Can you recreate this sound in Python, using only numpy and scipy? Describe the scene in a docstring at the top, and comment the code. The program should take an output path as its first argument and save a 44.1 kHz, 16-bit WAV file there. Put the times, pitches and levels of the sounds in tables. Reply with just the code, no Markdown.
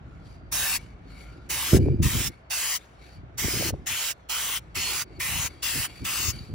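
"""Outdoors, by a plastic bumper: a hand sweeps a spray can across it, close to a two-port microphone.
Eleven valve presses gate the jet, shaped noise that turns with the can; two bursts add a delayed copy.
A faint fizz, noise with gliding whistle bands, lingers and returns as the can swings.
Gusts and single buffets thump on the microphone: low noise and short sagging swings.
Behind lie a distant rumble, a steady wash of air and a faint far whine, all filtered noise."""
import sys
import numpy as np
from scipy import signal
from scipy.io import wavfile
from scipy.ndimage import uniform_filter1d

SR = 44100
rng = np.random.default_rng(int(sys.argv[2]) if len(sys.argv) > 2 else 0)


def pcm_store(signal):
    """Save signal as 16-bit PCM."""
    levels = np.round(np.clip(np.atleast_2d(signal), -1, 1) * 32767)
    wavfile.write(sys.argv[1], SR, levels.astype(np.int16).T)


N = 288414
T = np.arange(N) / SR

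# left-right settings per frequency; lead turns in steps above 8 kHz:
# (frequency [Hz], left lead [rad], likeness [0-1], left-right [dB], share of the can's bearing [0-1])
PORTS = [(100, 0, .9, 0, 0), (700, .4, .75, 2, .2), (1300, 0, .87, 5, .3), (2600, .3, .8, 4, .5),
         (3500, .8, .55, 2, 1), (5000, 1, .55, 0, 1), (6000, -1.3, .55, 0, 1), (7500, -2.5, .4, 0, .6),
         (8400, -3.3, .88, 0, .1), (9500, -4.6, .7, 0, 0), (10300, -6.28, 1, 0, 0), (11500, -6.28, 1, 0, 0),
         (12100, -8, .75, 0, 0), (12700, -9.42, 1, 0, 0), (13800, -9.42, 1, 0, 0), (14600, -11, .75, 0, 0),
         (15200, -12.57, 1, 0, 0)]
# wind phase left to right: (frequency [Hz], lead [rad])
# negative lead: right leads in gusts, left in buffets
WIND_LEAD = [(20, 1), (100, -1.2), (200, -0.79), (500, -0.71), (900, -1.5)]


def gain_of(db):
    """Decibels to amplitude."""
    return 10 ** (np.asarray(db) / 20)


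def evened(x):
    """Scales to rms 1."""
    return x / np.sqrt(np.mean(abs(x) ** 2) + 1e-20)


def over_hz(table, hz):
    """Columns of a table on a log-frequency axis, as column vectors."""
    f, *columns = np.transpose(table)
    return [np.interp(np.log(hz + 1), np.log(f + 1), c)[:, None] for c in columns]


def over_s(tables, t):
    """Columns of stacked time curves, interpolated at the times t."""
    s, *columns = np.vstack(tables).T
    return [np.interp(t, s, c) for c in columns]


def grid(size):
    """Bin frequencies [Hz] and frame times [s] of short-time spectra."""
    return np.fft.rfftfreq(size, 1 / SR), np.arange(4 * N // size + 5) * (size // 4) / SR


def bell(f, centre_hz, half_width_hz):
    """Resonance-shaped peak of height 1."""
    return 1 / (1 + ((f - centre_hz) / half_width_hz) ** 2)


def patches(shape, tall, long):
    """Smooth random field over frequency and time, rms 1; extents in bins and frames."""
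    field = rng.standard_normal(shape[::-1]).T
    smooth = uniform_filter1d(field, int(tall), 0)
    return evened(uniform_filter1d(smooth, int(long), 1))


def pair(colour, lead, same, pan_db):
    """Two-channel noise with given colour, left lead, likeness and balance; colour has even power per frame."""
    a, b, c, d = rng.standard_normal(colour.shape[::-1] + (4,)).T
    same, size = np.clip(same, -1, 1), 2 * len(colour) - 2
    common, separate = a + 1j * b, c + 1j * d
    left = common * gain_of(pan_db / 2)
    right = same * common * np.exp(-1j * lead) + np.sqrt(1 - same ** 2) * separate
    right = right / gain_of(pan_db / 2)
    frame_rms = np.sqrt((abs(colour) ** 2).mean(0))
    spectra = np.array([left, right]) * colour / frame_rms
    return evened(signal.istft(spectra, nperseg=size, noverlap=size - size // 4)[1][:, :N])


def flutter(hz, db):
    """Gain that wavers at random up to the rate hz, by db rms."""
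    low_pass = signal.butter(2, hz, fs=SR, output="sos")
    slow = signal.sosfiltfilt(low_pass, rng.standard_normal(N))
    return gain_of(db * evened(slow))


def swells(table, t):
    """Power of each row's rise, hold and fall, linear in dB; shape rows x times."""
    s, hold, db, rise, fall = np.transpose(table)[:5, :, None]
    before_db = abs(rise) * np.maximum(s - t, 0)
    after_db = abs(fall) * np.maximum(t - s - hold, 0)
    return gain_of(db - before_db - after_db) ** 2 + 1e-30


def spray():
    """Turbulent jet whose bright crest moves with the hand; two bursts add a delayed copy."""
    # one sweep each: (opens [s], shuts [s], jet before bearing gain [dB], treble before bearing gain [dB],
    # bearing from, to (left-right) [dB], crest of the hiss from, to, before the arch [Hz],
    # share of the delayed copy [0-1], height of the crest [dB])
    bursts = [(0.513, 0.764, -25, -3, -5, 1.5, 2640, 2630, 0.34, 2),
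              (1.489, 1.769, -27.5, -3, -7.5, 3.5, 2550, 2950, 0, 5),
              (2.018, 2.275, -27.5, -4, 4.5, -8, 2600, 2660, 0, 4),
              (2.497, 2.764, -27, -4, -7.5, 5, 2740, 3040, 0.24, 3),
              (3.372, 3.694, -27.5, -4.5, -6.5, 1, 2550, 2890, 0, 3),
              (3.858, 4.113, -28, -4.5, 3.5, -8, 3005, 2900, 0, 9),
              (4.286, 4.575, -28, -4, -7.5, 1.5, 3070, 3010, 0, 9.5),
              (4.744, 5.021, -28, -4.5, -2.5, -7, 2940, 2570, 0, 5.5),
              (5.192, 5.468, -28, -3.5, -5.5, 4, 2580, 2650, 0, 6.5),
              (5.619, 5.856, -27.5, -2.5, 5.5, -4.5, 2690, 2880, 0, 9),
              (6.04, 6.304, -28, -3, -3, 7.5, 2760, 2740, 0, 7.5)]
    # nozzle and microphone colour: (frequency [Hz], density [dB per Hz])
    nozzle = [(200, -24.5), (600, -13), (1100, -5.5), (1900, -5.5), (2700, -3.5), (3600, -5.5),
              (4700, -2.5), (6200, -0.5), (7400, 0), (8400, 2), (9900, -6), (12000, -3), (14500, 0.5),
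              (16000, -5.5)]
    rise_s, starved_db, close_s = 0.012, -25, 0.029
    resonance_hz, resonance_half_width_hz, resonance_db = 2050, 250, 4

    hz, t = grid(size=512)
    f = hz[:, None]
    curves = [sweep(*row) for row in bursts]
    _, crest_hz, presence_db, treble_db, bearing_db, share, height_db = over_s(curves, t)
    lead, same, pan_db, turn = over_hz(PORTS, hz)

    delay_s = 3 / crest_hz  # three periods of the crest
    with_copy = 1 + np.clip(share, 0, .9) * np.exp(-2j * np.pi * f * delay_s)
    colour_db = over_hz(nozzle, hz)[0] + height_db * bell(f, crest_hz, 300)
    colour_db = colour_db + resonance_db * bell(f, resonance_hz, resonance_half_width_hz)
    colour_db = colour_db + presence_db * np.exp(-((f - 5900) / 1700) ** 2)
    colour_db = colour_db + treble_db * np.clip((f - 6500) / 3500, 0, 1)
    # random patches drift through the hiss
    colour = gain_of(colour_db) * with_copy * gain_of(2.9 * patches(colour_db.shape, tall=4.5, long=45))
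    wander_rad = .5 * turn * patches(colour.shape, tall=6.3, long=36)
    hiss = pair(colour, lead + wander_rad, same, pan_db + turn * bearing_db)

    flow = np.zeros(N)
    for opens, shuts, *_ in bursts:
        filling = np.clip((T - opens) / rise_s, 0, 1)
        starved = np.clip(filling * 4, 0, 1) * gain_of(starved_db * (1 - filling))
        seating = np.clip(1 - (T - shuts) / close_s, 0, 1) ** 2.22
        flow += starved * seating
    return hiss * flow * gain_of(over_s(curves, T)[0]) * flutter(400, 0.56)


def sweep(opens, shuts, jet_db, treble_db, from_db, to_db, from_hz, to_hz, share, height_db):
    """One burst's motion: (s, jet dB, crest Hz, presence dB, treble dB, bearing dB, share, crest dB)."""
    front_db, front_presence_db = -0.5, -4.5  # bearing of the dullest hiss, and its presence there
    # (presence, treble, level) growth, dB per dB of bearing off the front
    right_gains, left_gains = (0.65, 0.28, 0.031), (1.72, 0.6, 0.22)
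    arch_hz = 90  # crest bulges upward mid-sweep

    u = np.arange(9) / 8
    bearing_db = from_db + (to_db - from_db) * u
    off_db = bearing_db - front_db
    growth_left = np.outer(left_gains, np.maximum(off_db, 0))
    growth_right = np.outer(right_gains, np.maximum(-off_db, 0))
    presence, treble, level = growth_left + growth_right
    crest_hz = from_hz + (to_hz - from_hz) * u + arch_hz * np.sin(np.pi * u)
    return np.transpose([opens + (shuts - opens) * u, jet_db + level, crest_hz, front_presence_db + presence,
                         treble_db + treble, bearing_db, share + 0 * u, height_db + 0 * u])


def fizz():
    """Faint uneven noise that whistles in a few bands moving together."""
    # after a burst or as the can swings: (time [s], hold [s], level [dB], rise [dB/s], fall [dB/s],
    # upper whistle before glide [Hz], strength of lower rings [0-1], of upper rings [0-1])
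    fizz_swells = [(.13, 0.062, -67.5, 150, 105, 4380, 0.6, .2),
                   (.25, 0.099, -60.5, 300, 250, 4590, 0.3, 0.8),
                   (0.78, 0.034, -54, 896, 98, 4500, .7, 0.3), (1.11, .06, -55.5, 204, 107, 4400, 0.7, .7),
                   (1.202, 0.013, -53.5, 125, 57, 4550, 0.7, 0.6),
                   (1.802, 0.039, -51, 895, 100.5, 4700, 0.95, .5),
                   (2.294, 0.027, -55, 899, 175, 4410, .9, 0.5),
                   (2.789, 0.026, -56, 900, 80, 4460, 0.4, 0.1),
                   (3.019, 0.14, -57, 250, 304, 4430, 0.7, 0.6), (3.72, .02, -62, 902, 63, 4360, 0.4, 0),
                   (4.14, .02, -67, 903, 52, 4300, 0.4, 0.3), (4.597, 0.036, -63, 903, 70, 4400, .5, 0.2),
                   (5.16, .03, -58, 80, 200, 4500, 0.9, 0.76), (5.493, 0.041, -53, 900, 89, 4520, 0.5, .7),
                   (5.877, .09, -49.5, 900, 34, 4520, 0.7, .65),
                   (6.326, 0.033, -45.5, 900, 79, 4550, .5, 1)]
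    # noise colour without rings: (frequency [Hz], density [dB per Hz])
    fizz_colour = [(500, -8.5), (1500, -12), (3500, -13), (5500, -16.5), (8000, -16.5), (16000, -30.5)]
    # whistle bands: (multiple of whistle [1], full width [Hz], height at full strength [dB])
    rings = [(0.498, 200, 21.5), (.62, 150, 6.5), (.87, 250, 8), (1, 250, 25), (1.29, 294, 3.5)]
    floor_db, glide_hz_per_s = -73, 1100  # whistle creeps up while a swell holds
    even_treble_db, dulling_db_per_db = -54.5, 0.53  # treble falls with level

    hz, t = grid(size=512)
    f = hz[:, None]
    lead, same, pan_db, _ = over_hz(PORTS, hz)
    power = swells(fizz_swells, t)
    s, hold, *_, whistle_hz, lower, upper = np.transpose(fizz_swells)[..., None]
    level = np.sqrt(power.sum(0) + gain_of(floor_db) ** 2)
    whistle_hz = whistle_hz + glide_hz_per_s * np.clip(t - s, 0, hold)
    # the strongest swell dominates each setting
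    whistle_hz, lower, upper = [(power * c).sum(0) / power.sum(0) for c in (whistle_hz, lower, upper)]

    colour_db = over_hz(fizz_colour, hz)[0]
    for multiple, width_hz, ring_db in rings:
        strength = np.clip(lower if multiple < .75 else upper, 0, 1)
        colour_db = colour_db + strength * ring_db * bell(f, multiple * whistle_hz, width_hz / 2)
    treble_db = dulling_db_per_db * (20 * np.log10(level) - even_treble_db)
    colour_db = colour_db + treble_db * np.clip((f - 6000) / 4000, 0, 1)
    colour = gain_of(colour_db + 3.0 * patches(colour_db.shape, tall=3.7, long=23))
    return pair(colour, lead, same, 1.7 * pan_db) * np.interp(T, t, level) * flutter(83, 1.2)


def wind():
    """Lumpy low pressure swings, brightness set by each gust, nearly one signal phase-shifted between ports."""
    # gusts on the microphone: (time [s], hold [s], level [dB], rise [dB/s], fall [dB/s],
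    # brightness at that time [dB per octave])
    gust_table = [(0.094, .01, -45, 148, 150, -12), (0.252, .01, -45, 146, 100, -15),
                  (0.462, .02, -44.5, 100, 60, -19), (.7, .02, -49, 47, 84, 11),
                  (1.737, .015, -14.5, 2501, 402.5, 6.5), (1.762, 0.041, -17.5, 404.5, 350, 1),
                  (1.86, 0.043, -18, 202, 130, -3), (2.016, 0.052, -19, 251, 300, -9),
                  (2.152, 0.019, -19.5, 301.5, 301, -12.5), (2.22, .06, -30, 200, 316, -7.5),
                  (3.18, .06, -41, 252, 303.5, -17.5), (3.35, 0.05, -47, 121.5, 144, -6),
                  (3.44, 0.0042, -26, 899, 256, -0.5), (3.545, .09, -32, 506, 124.5, 6),
                  (3.69, .06, -33.5, 203, 146, -2), (3.914, .01, -41, 354, 347, -17),
                  (4.64, .02, -58, 201, 60, 4.5), (4.78, 0.0085, -38.5, 306, 125, -13),
                  (4.88, .01, -44.5, 107, 80, 8), (5.354, 0.026, -31.5, 145, 176, -20),
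                  (5.754, 0.04, -37, 300, 188, -8), (6.034, 0.0092, -34.5, 248, 253, -9.5),
                  (6.213, .005, -38, 450, 305, -11), (6.287, 0.0095, -29.5, 500, 800, -10),
                  (6.395, 0.015, -35.5, 116, 320, -18), (6.528, .02, -31, 304, 300, -9)]
    # breeze under the gusts: (time [s], level [dB])
    breeze_table = [(0, -63), (.3, -51), (.9, -58.5), (1.46, -51), (1.68, -48), (2.4, -75), (3.1, -56),
                    (3.5, -53.5), (3.85, -51.5), (4.0, -69), (4.58, -69), (5.0, -51.5), (5.25, -47),
                    (5.6, -49.5), (5.94, -50.5), (6.15, -47), (6.54, -51)]
    # colour before brightness: (frequency [Hz], density [dB per Hz])
    wind_colour = [(20, -29), (45, -9), (75, 0), (110, 1), (160, -13.5), (260, -10.5), (350, -7.5),
                   (700, -34), (1160, -56), (2000, -78.5), (4000, -120)]
    breeze_bright_db, spent_db_per_s = 0, 46.5  # per octave; a gust dulls as it runs on
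    likeness = .997

    hz, t = grid(size=1024)
    s, *_, onset_db = np.transpose(gust_table)[..., None]
    gusts = swells(gust_table, t)
    breeze = gain_of(over_s([breeze_table], t)[0]) ** 2
    bright_db = ((onset_db - spent_db_per_s * np.maximum(t - s, 0)) * gusts).sum(0)
    bright_db = (bright_db + breeze_bright_db * breeze) / (gusts.sum(0) + breeze)
    bright_db = bright_db + 4.04 * patches((1, len(t)), tall=1, long=4)  # brightness flickers at random
    octaves = np.clip(np.log2(hz[:, None] / 200 + 1e-3), 0, 1.5)  # above 200 Hz
    colour = gain_of(over_hz(wind_colour, hz)[0] + bright_db * octaves)
    lumps = pair(colour, over_hz(WIND_LEAD, hz)[0], likeness, 0) * flutter(37, 3.74)
    gust_power = sum(swells([row], T)[0] for row in gust_table)
    breeze_power = gain_of(over_s([breeze_table], T)[0]) ** 2
    return evened(lumps) * np.sqrt(gust_power + breeze_power)


def buffets():
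    """Wind slaps the ports: a short swing whose pitch sags as it dies."""
    # single slaps: (time [s], level before attack and decay [dB], pitch 2 ms in [Hz])
    slaps = [(1.732, 0, 154), (1.768, -7, 230), (1.86, -21.5, 378), (1.885, -12, 330), (1.999, -24, 203),
             (2.157, -27, 295), (3.445, -15, 233), (3.482, -18, 342), (3.538, -31, 380), (3.609, -25, 560),
             (3.624, -19.5, 600), (3.689, -25, 300), (3.705, -24.5, 540), (3.739, -24.5, 614),
             (3.912, -45, 151), (5.757, -27, 260), (6.202, -30, 152), (6.284, -26, 151)]
    attack_s, decay_s = 0.0011, 0.0037

    out, t = np.zeros((2, N)), np.arange(2000) / SR
    envelope = np.minimum(t / attack_s, 1) * np.exp(-t / decay_s)
    for (s, db, hz), phase in zip(slaps, rng.uniform(0, 2 * np.pi, len(slaps))):
        angle = 2 * np.pi * hz * 0.014 * np.log(1 + t / .012) + phase
        lead = over_hz(WIND_LEAD, np.array([hz]))[0]
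        swing = np.sin(angle + lead * np.array([[0], [1]])) * envelope
        out[:, round(s * SR):][:, :len(t)] += gain_of(db) * swing
    return out


def rumble():
    """A distant low drone of varying level over a steady outdoor wash of air."""
    # drone spectrum: (frequency [Hz], density [dB per Hz])
    drone = [(25, -25), (45, -6), (58, 1), (75, -9), (95, -14), (118, -7), (140, -14), (170, -13),
             (230, -22), (300, -20), (420, -30), (600, -45), (2000, -110)]
    # drone course: (time [s], level [dB])
    drone_level = [(0, -46), (1.27, -44.5), (1.38, -46), (1.56, -42.5), (1.91, -55), (2.02, -47),
                   (2.44, -52), (2.75, -55), (3.08, -53.5), (3.6, -40.5), (3.95, -55.5), (4.4, -51),
                   (4.6, -48), (4.99, -52), (5.43, -48), (5.74, -60), (6.1, -49), (6.54, -64)]
    # air spectrum: (frequency [Hz], density [dB per Hz])
    air = [(120, -37), (200, -53), (254, -12), (704, -4.5), (938, -10), (1440, -10), (2150, -17.5),
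           (3690, -27.5), (9000, -51.5), (11700, -95.5), (19800, -120)]
    air_db = -56.5
    low = wash(drone, size=8192) * gain_of(over_s([drone_level], T)[0])
    return low + wash(air, size=1024) * gain_of(air_db)


def wash(spectrum, size):
    """Far steady noise with drifting patches, near mono in the bass."""
    # correlation between ports: (frequency [Hz], likeness [-1 to 1])
    likeness = [(60, 1), (240, 0.74), (950, -0.21), (3770, -0.26), (15000, -0.29)]
    hz, t = grid(size)
    drift_db = 1.4 * patches((len(hz), len(t)), tall=4.9, long=5.3)
    colour = gain_of(over_hz(spectrum, hz)[0] + drift_db)
    return pair(colour, 0, over_hz(likeness, hz)[0], 0)


def whine():
    """Faint far narrow fuzzy band of noise that comes and goes, alike at both ports."""
    # appearances: (time [s], hold [s], level [dB], rise [dB/s], fall [dB/s])
    whine_swells = [(.07, 0.14, -65, 150, 100), (1.25, 0.164, -61.5, 80, 120)]
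    pitch_hz, width_hz = 1388, 110
    edges_hz = pitch_hz + width_hz * np.array([-.5, .5])
    band_pass = signal.butter(2, edges_hz, "band", fs=SR, output="sos")
    band = signal.sosfilt(band_pass, rng.standard_normal(N))
    return evened(band) * np.sqrt(swells(whine_swells, T).sum(0))


def scene():
    """All sources at the two ports."""
    return spray() + fizz() + wind() + buffets() + rumble() + whine()


def record(dry):
    """The microphone's low cut, then the band limit."""
    low_cut_hz, edge_hz = 41, 15800
    low_cut = signal.butter(3, low_cut_hz, "high", fs=SR, output="sos")
    band_limit = signal.firwin(511, edge_hz, window=("kaiser", 9), fs=SR)
    return signal.oaconvolve(signal.sosfilt(low_cut, dry), band_limit[None], "same")


dry = scene()
out = record(dry)
pcm_store(out)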